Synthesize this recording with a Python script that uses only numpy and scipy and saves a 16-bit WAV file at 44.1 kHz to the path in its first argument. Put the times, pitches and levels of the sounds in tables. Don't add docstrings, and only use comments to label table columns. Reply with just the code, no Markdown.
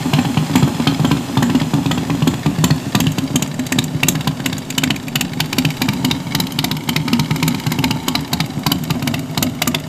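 import sys
import numpy as np
from scipy import signal
from scipy.fft import rfft, irfft
from scipy.io import wavfile

SR = 44100
rng = np.random.default_rng(int(sys.argv[2]) if len(sys.argv) > 2 else 0)


def dump_mix(stems):
    frames = np.atleast_2d(stems).T
    limited = np.clip(frames, -1, 1)
    pcm = np.round(limited * 32767).astype(np.int16)
    wavfile.write(sys.argv[1], SR, pcm)


N = 435702


def from_db(db):
    return 10 ** (np.asarray(db) / 20)


def rms_one(x):
    return x / np.sqrt(np.mean(x ** 2) + 1e-20)


def glide(times, values):
    return np.interp(np.arange(N) / SR, times, values)


def keep_band(x, side, hz, order):
    return signal.sosfilt(signal.butter(order, hz, side, fs=SR, output="sos"), x)


def clicks(times, sizes):
    train = np.full(N, 1e-18)
    train[np.clip((np.asarray(times) * SR).astype(int), 0, N - 1)] = sizes
    return train


def ring(train, hz, ring_s):
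    decay, angle = from_db(-60 / (ring_s * SR)), 2 * np.pi * hz / SR
    return signal.lfilter([0, np.sin(angle)], [1, -2 * decay * np.cos(angle), decay ** 2], train)


def resonance(x, hz, width_hz):
    decay = np.exp(-np.pi * width_hz / SR)
    feedback = [1, -2 * decay * np.cos(2 * np.pi * hz / SR), decay ** 2]
    return signal.lfilter(np.array([1, 0, -1]) * (1 - decay ** 2) / 2, feedback, x)


def swell(train, rise_s, fall_s):
    t = np.arange(round(.08 * SR)) / SR
    shape = (1 - np.exp(-t / rise_s)) ** 2 * np.exp(-t / fall_s)
    return signal.fftconvolve(train, shape / shape.max())[:N]


def coloured(peaks):
    white = rng.standard_normal(N)
    return rms_one(sum((-1) ** k * from_db(db) * resonance(white, hz, width)
                       for k, (hz, width, db) in enumerate(peaks)))


def shaped(spectrum):
    hz, db = np.transpose(spectrum)
    grid_hz = np.arange(1, N // 2 + 2) * SR / N
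    gain = from_db(np.interp(np.log(grid_hz), np.log(hz), db))
    return rms_one(irfft(rfft(rng.standard_normal(N)) * gain, N))


def street():
    # frequency in Hz, level in dB.
    rumble = [(10, 18), (52, -1), (90, -24), (300, -60)]
    return from_db(-53) * shaped(rumble)


def driveway(x, scatter_db):
    # delay in seconds, level in dB.
    echoes = [(.038, -17.5), (.062, -26.5)]
    t = np.arange(round(.12 * SR)) / SR
    scatter = rng.standard_normal(len(t)) * from_db(-60 * t / .18) * (t > .004)
    scatter = keep_band(scatter, "high", 400, order=2)
    wash = from_db(scatter_db) * signal.fftconvolve(x, scatter)[:N]
    dull = keep_band(x, "low", 2500, order=1)
    return x + wash + sum(from_db(db) * np.r_[np.zeros(round(lag * SR)), dull][:N] for lag, db in echoes)


def bounce(x):
    # time in seconds, first delay in ms, second delay in ms.
    bounces = [(0, 1.18, 0.95), (2.4, 1.16, 1.02), (3.1, 1.067, 1.266), (5.3, 1.1, 1.31),
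               (6.8, 0.945, 1.305), (8.6, 1.044, 1.3), (9.88, 1.05, 1.42)]
    when, *delays_ms = np.transpose(bounces)
    now = np.arange(N)
    first, second = [np.interp(now - glide(when, ms) * SR / 1000, now, x) for ms in delays_ms]
    return x + from_db(-12) * first + from_db(-16) * second


def hollow(times, thump_db):
    # time in seconds, pitch in Hz, level against the hum in dB.
    gap_tone = [(0, 809, -5.5), (1.801, 832, -10.5), (2.599, 693, -15), (3.501, 600, 0), (4.499, 574, -11),
                (5.299, 797, -5), (6.001, 909.5, -1.5), (8.201, 899, 1), (8.701, 714, -4), (9.2, 650, 1.5),
                (9.88, 636, 2)]
    when, hz, db = np.transpose(gap_tone)
    wobble = keep_band(rng.standard_normal((2, N)), "low", 45, order=2)
    phase = 2 * np.pi * np.cumsum(glide(when, hz)) / SR
    tone = rms_one(wobble[0] * np.cos(phase) + wobble[1] * np.sin(phase))
    pulse = 1 + swell(clicks(times, from_db(thump_db + 22.5)), rise_s=.0022, fall_s=.019)
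    return from_db(glide(when, db)) * rms_one(pulse) * tone


def clatter(loudness):
    # pitch in Hz, level in dB, ring time in seconds.
    fins = [(1390, -3, 0.0063), (1830, -7.5, 0.028), (2230, 1, 0.018), (2860, -2, 0.0052),
            (3400, 4, 0.0055), (3930, -1.5, 0.013), (4690, 2.5, 0.0066), (7540, -17, 0.015)]
    contact = loudness * rng.standard_normal(N)
    return sum(from_db(db - 33.5) * ring(contact, hz, ring_s) for hz, db, ring_s in fins)


def motor(rattle_db, hum_db, hollow_tone):
    # frequency in Hz, level in dB.
    hiss_curve = [(760, -38), (1300, -1), (1720, -2), (2980, 1.5), (4800, -4.5), (5790, -6), (7200, -2.5),
                  (9920, -12.5), (13300, -11.5), (14600, -15), (15500, -27)]
    hum_curve = [(220, -29), (380, 2), (470, -2), (628, -5), (915, -8.5), (1120, -9), (1400, -11),
                 (1820, -23), (3080, -120)]
    ticks = (rng.random(N) < 120 / SR) * rng.exponential(1, N)
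    grains = swell(ticks, rise_s=.0002, fall_s=.0032)
    rattle = shaped(hiss_curve) + from_db(-3) * rms_one(clatter(grains))
    hum = shaped(hum_curve) + hollow_tone
    return from_db(rattle_db) * rattle + from_db(hum_db) * hum


def valves(times, valve_db):
    # share of the cycle after the long pipe's turn, level in dB.
    clacks = [(0.332, -6), (0.619, -23), (0.769, -3.5), (0.902, -35.5)]
    starts, cycle_s = times[:-2:2], np.diff(times[::2])
    at = np.concatenate([starts + share * cycle_s for share, _ in clacks])
    db = np.repeat(np.array(clacks)[:, 1], len(starts)) + 3.6 * rng.standard_normal(len(at))
    return from_db(valve_db) * clatter(swell(clicks(at, from_db(db)), rise_s=.00057, fall_s=.0055))


def whistle(times, crack_db, whistle_db):
    loudness = swell(clicks(times[1::2] + .021, from_db(crack_db[1::2])), rise_s=.0021, fall_s=.027)
    band = resonance(rng.standard_normal(N), 7400, width_hz=450)
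    return from_db(whistle_db) * loudness * rms_one(resonance(band, 7400, width_hz=450))


def firings(puff_db, spit_db, treble_db):
    # start in seconds, crack in dB, thump in dB, crack pitch in Hz.
    good_firings = [(.0575,-27,-16,1820),(0.1328,-4,-10,2950),(0.1863,-10.5,-12.5,2320),(0.25,-15,-12.5,2880),(0.2992,-34,-22,2550),
                    (0.3713,-10.5,-12,2900),(0.4976,-24,-17,1810),(0.5549,-4.5,-8.5,2400),(0.6259,-13,-12,3170),(0.677,-19,-11,2270),
                    (0.7992,-18,-13.5,2400),(.87,-2.5,-7.5,3160),(0.924,-26,-17,3390),(0.9958,-21,-12,3680),(1.0468,-10,-8,3240),
                    (1.113,-8.5,-9,3120),(1.1675,-20,-16.5,3730),(1.3709,-9,-8.5,3600),(1.425,-8,-8.5,1730),(1.4969,-11.5,-12.5,2700),
                    (1.5487,-13,-13,2760),(1.614,-13.5,-13,3330),(1.7358,-12,-10.5,3420),(1.786,-37,-16.5,1830),(1.8583,-14.5,-12.5,3400),
                    (1.9114,-6,-9.5,3300),(1.9767,-14,-13.5,3270),(2.0316,-35,-17.5,1840),(2.099,-12.5,-10.5,2430),(2.1489,-24,-17.5,3170),
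                    (2.2213,-12.5,-12.5,2920),(2.2729,-7.5,-9,3300),(2.3374,-16.5,-13.5,3250),(2.4606,-12.5,-9.5,2220),(2.516,-49,-18,3320),
                    (2.5832,-21,-17.5,1830),(2.6397,-3,-7.5,3070),(2.7044,-9,-9.5,4330),(2.9488,-0.5,-7.5,3840),(3.001,-5,-12,3180),
                    (3.0655,-9.5,-17,3000),(3.182,-8.5,-11.5,3120),(3.3035,-25,-20,2050),(3.356,-6.5,-13.5,3120),(3.4217,-8,-13,2880),
                    (3.5918,-15.5,-20.5,1790),(3.7201,-6.5,-14,1850),(3.7848,-3,-13.5,3800),(4.0299,-0.5,-14,2650),(4.0829,-3.5,-13.5,3500),
                    (4.151,-10.5,-18,1690),(4.206,-14.5,-22,3500),(4.2721,-4.5,-14,3370),(4.3993,-16.5,-18,1750),(4.458,-4.5,-16,2730),
                    (4.5259,-10,-21,3520),(4.701,-11.5,-34,2530),(4.7782,-1,-15,3030),(4.8342,-2.5,-13,2120),(4.9026,-3,-14,2950),
                    (4.9588,-16,-24,2260),(5.0793,-16,-26,2430),(5.1541,-0.3,-17.5,2870),(5.2078,-3,-16.5,2700),(5.4011,-2,-16.5,2940),
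                    (5.5267,-7.5,-17.5,2340),(5.582,-4,-13,2430),(5.6481,-7,-13,2860),(5.702,-12.5,-32,2240),(5.8159,-4,-14,2300),
                    (5.8846,-6,-14,2250),(5.9314,-18,-19.5,2310),(5.9968,-38,-21,3270),(6.0451,-6,-14.5,2896),(6.1092,-4.5,-14,3680),
                    (6.3474,-2.5,-15.5,3830),(6.3987,-8,-16.5,3930),(6.5863,-4.5,-19.5,3680),(6.6405,-5,-15.5,3740),(6.711,-8,-17.5,3670),
                    (6.8885,-4.5,-17,2940),(6.9599,-3,-15.5,2180),(7.0785,-11.5,-15,2250),(7.1295,-6.5,-14,2750),(7.193,-6.5,-15,3960),
                    (7.3069,-12,-14.5,2230),(7.3585,-14.5,-18.5,2250),(7.426,-5,-14,2310),(7.4771,-8,-15,2340),(7.544,-13,-17,2840),
                    (7.664,-10.5,-16,2720),(7.7175,-10,-16.5,2140),(7.7859,-14,-17.5,2750),(7.8384,-4,-11,2370),(7.9066,-5,-14.5,2880),
                    (7.9597,-32,-20,2400),(8.0807,-6,-12,3170),(8.1505,-3.5,-16,4000),(8.3297,-7,-14.5,4300),(8.401,-4.5,-18.5,3610),
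                    (8.6632,-5.5,-14.5,4630),(8.7158,-4.5,-14,2940),(8.9025,-8,-14,2650),(8.9538,-32,-19,2100),(9.0227,-17.5,-17,2490),
                    (9.0727,-7,-16,2230),(9.1391,-9,-21,2700),(9.374,-7.5,-15.5,4250),(9.4242,-5,-12.5,2906),(9.6173,-1,-19,2770),
                    (9.6731,-7.5,-14,2310),(9.744,-3,-18,3430)]
    # misfire crack, misfire thump, sizzle against the crack,
    # the same in a misfire, valve kick, change in that kick per dB of crack.
    pipes = [(-27.5, -34, -10.5, -4.5, -35, -0.36), (-25, -29, -5, -1, -23, .15)]
    cycle_s, short_lag = .1215, 315 / 720
    starts, good_crack_db, good_thump_db, good_hz = np.transpose(good_firings)
    turns = np.arange(2 * round(N / SR / cycle_s) + 4)
    cycles = turns // 2 + short_lag * (turns % 2)
    fired = [1]
    for gap in np.diff(starts):
        fired.append(np.argmin(abs(cycles - cycles[fired[-1]] - gap / cycle_s)))
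    turns, known = turns[:fired[-1] + 3], cycles[fired]
    times = np.interp(cycles[turns], np.r_[known[0] - 1, known, known[-1] + 1],
                      np.r_[starts[0] - cycle_s, starts, starts[-1] + cycle_s])
    pipe, caught, sample = turns % 2, np.isin(turns, fired), (times * SR).astype(int)
    weak_db, soft_db, sizzle_db, fizz_db, kick_db, kick_slope = np.transpose(pipes)[:, pipe]
    luck = rng.standard_normal((len(times), 4)).T
    missed = turns - np.maximum.accumulate(turns * caught) - 1
    crack = weak_db + spit_db[sample] - 3 * missed + 5.5 * luck[0]
    thump = soft_db + puff_db[sample] + missed + 5.5 * luck[1]
    pitch = rng.choice(good_hz, len(times))
    crack[fired], thump[fired], pitch[fired] = good_crack_db, good_thump_db, good_hz
    sizzle = crack + np.where(caught, sizzle_db, fizz_db) + treble_db[sample] + 3 * luck[2]
    unburnt = (pipe == 1) & caught & ~np.isin(turns - 2, fired)
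    sizzle += 2 * unburnt
    kick = kick_db + kick_slope * crack + 3 * luck[3]
    return times, crack, sizzle, thump, kick, pitch


def cracks(times, crack_db, sizzle_db, pitch_hz, air_db, wake_db):
    # pitch in Hz, width in Hz, level in dB.
    mouth = [(1310, 1100, -7.5), (2250, 1240, 2.5), (2880, 970, 3.5), (3680, 730, 1.5), (4640, 1440, -2.5)]
    high_hiss = [(6410, 1800, 8), (7330, 1330, 13), (8250, 1600, -11)]
    top_hiss = [(11550, 3300, -0.3), (13130, 2800, 2), (14500, 1100, -2)]
    bursts = clicks(times + .0014, from_db(crack_db - 10))
    wake = from_db(wake_db) * swell(bursts, rise_s=.004, fall_s=.015)
    sputter = from_db(.54 * rms_one(resonance(rng.standard_normal(N), 170, width_hz=450)))
    loudness = (swell(bursts, rise_s=.0015, fall_s=.0027) + wake) * sputter
    jet = loudness * coloured(mouth)
    bright = np.clip(from_db(2 * air_db), 0, 1)
    jet = bright * jet + (1 - bright) * keep_band(jet, "low", 4100, order=2)
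    rush = loudness * rng.standard_normal(N)
    for start, hz in zip((times * SR).astype(int), pitch_hz):
        span = slice(start, start + round(.045 * SR))
        jet[span] += from_db(15) * resonance(rush[span], hz, width_hz=280)
    spits = clicks(times + .00052, from_db(sizzle_db - 12.5))
    fizz = swell(spits, rise_s=.0023, fall_s=.0029)
    fizz += from_db(-23) * swell(spits, rise_s=.0066, fall_s=.0092)
    return jet + fizz * (coloured(high_hiss) + from_db(air_db) * coloured(top_hiss))


def pipe_ring(tones, times, db, spread_db, detune):
    out, luck = np.zeros(N), rng.standard_normal((len(times), len(tones)))
    warmth = rng.integers(-1, 2, len(times))
    for k, (hz, tone_db, ring_s) in enumerate(tones):
        sizes = from_db(db + tone_db + spread_db * luck[:, k])
        for step in (-1, 0, 1):
            out += ring(clicks(times, sizes * (warmth == step)), hz * (1 + detune * step), ring_s)
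    return out


def thumps(times, crack_db, thump_db, kick_db, bark_db):
    # pitch in Hz, level in dB, ring time in seconds.
    long_pipe = [(71, -11.5, 0.18), (138, -7, 0.069), (152.4, 2.5, 0.12), (200.2, -4.5, 0.11),
                 (272.3, -5, 0.29), (348.4, -12, 0.15), (469, -43, .05)]
    short_pipe = [(86.5, -21, 0.26), (122, -17.5, 0.13), (180.2, -4, 0.13), (247.3, 1, 0.18),
                  (278, -6.5, 0.095), (334, -9, 0.093), (552, -14, 0.057)]
    bark_tones = [(540, -19.5, 0.13), (662, -13, 0.087), (754, -1.5, 0.042), (941, -1, 0.035),
                  (1042, -12.5, 0.11), (1264, -4.5, 0.066), (1474, -10, 0.062)]
    swing = np.zeros(N)
    for tones, own in ((long_pipe, slice(0, N, 2)), (short_pipe, slice(1, N, 2))):
        gust = swell(clicks(times[own], from_db(thump_db[own] - 39)), rise_s=.008, fall_s=.025)
        flow = (gust + from_db(-60)) * rng.standard_normal(N)
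        kicks = np.r_[times[own], times[own] + .039]
        swing += pipe_ring(tones, kicks, np.r_[thump_db[own], kick_db[own]], spread_db=3.5, detune=.029)
        swing += sum(from_db(db) * ring(flow, hz, ring_s) for hz, db, ring_s in tones)
    swing = keep_band(swing, "low", 600, order=1)
    swing = keep_band(swing, "high", 150, order=1)
    bark = pipe_ring(bark_tones, times, (thump_db + crack_db) / 2, spread_db=4, detune=.059)
    front = swell(clicks(times - .0005, from_db(thump_db + 1.5)), rise_s=.0003, fall_s=.0004)
    return front - swing - from_db(bark_db) * bark


def scene():
    # time in seconds, share of the way to the pipe side (0 to 1),
    # then rattle, sizzle, top treble and bark in dB.
    walk = [(0, .01, -35.5, -5, -4, -11.5), (1.2, 0.15, -37, -4, -6, -10.5),
            (2.39, .3, -39.5, 2.5, -7, -13.5), (2.9, 0.4, -39, 0.5, -2, -11.5),
            (3.58, 0.78, -43.5, 10.5, -10.5, -19.5), (4.2, 0.6, -42.5, 0, -3, -14.5),
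            (4.8, 0.9, -44, 4.5, -8, -14), (5.2, 1, -45, -3, -2.5, -19),
            (5.81, 0.64, -40, -3.5, 3.5, -12.5), (6.77, .99, -43.5, -4.5, 3, -14),
            (7.5, 1, -40, 0, .6, -11.5), (8.3, 0.84, -44, -3, 1, -10.5), (8.94, 0.8, -43, 1.2, 3.5, -9),
            (9.88, 0.96, -45.5, 1.5, -2.5, -12.5)]
    sides = [(-34.5, -24, -23, -27, -32, 8, -5.5), (-40.5, -17, -21, -45, -51, -7.5, 0.5)]
    when, *columns = np.transpose(walk)
    share, rattle_db, treble_db, air_db, bark_db = [glide(when, column) for column in columns]
    levels = [far + (near - far) * share for far, near in np.transpose(sides)]
    hum_db, valve_db, wake_db, whistle_db, scatter_db, puff_db, spit_db = levels
    times, crack_db, sizzle_db, thump_db, kick_db, pitch_hz = firings(puff_db, spit_db, treble_db)
    exhaust = cracks(times, crack_db, sizzle_db, pitch_hz, air_db, wake_db)
    exhaust += whistle(times, crack_db, whistle_db)
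    exhaust += thumps(times, crack_db, thump_db, kick_db, bark_db)
    beats = driveway(exhaust + valves(times, valve_db), scatter_db)
    bike = bounce(beats + motor(rattle_db, hum_db, hollow(times, thump_db)))
    bike = keep_band(bike, "high", 72, order=8)
    return (bike + street())[None]


def record(dry):
    rounded = 1.388 * np.tanh(dry / 1.036)
    return signal.sosfilt(signal.cheby2(16, 60, 15700, fs=SR, output="sos"), rounded)


dry = scene()
out = record(dry)
dump_mix(out)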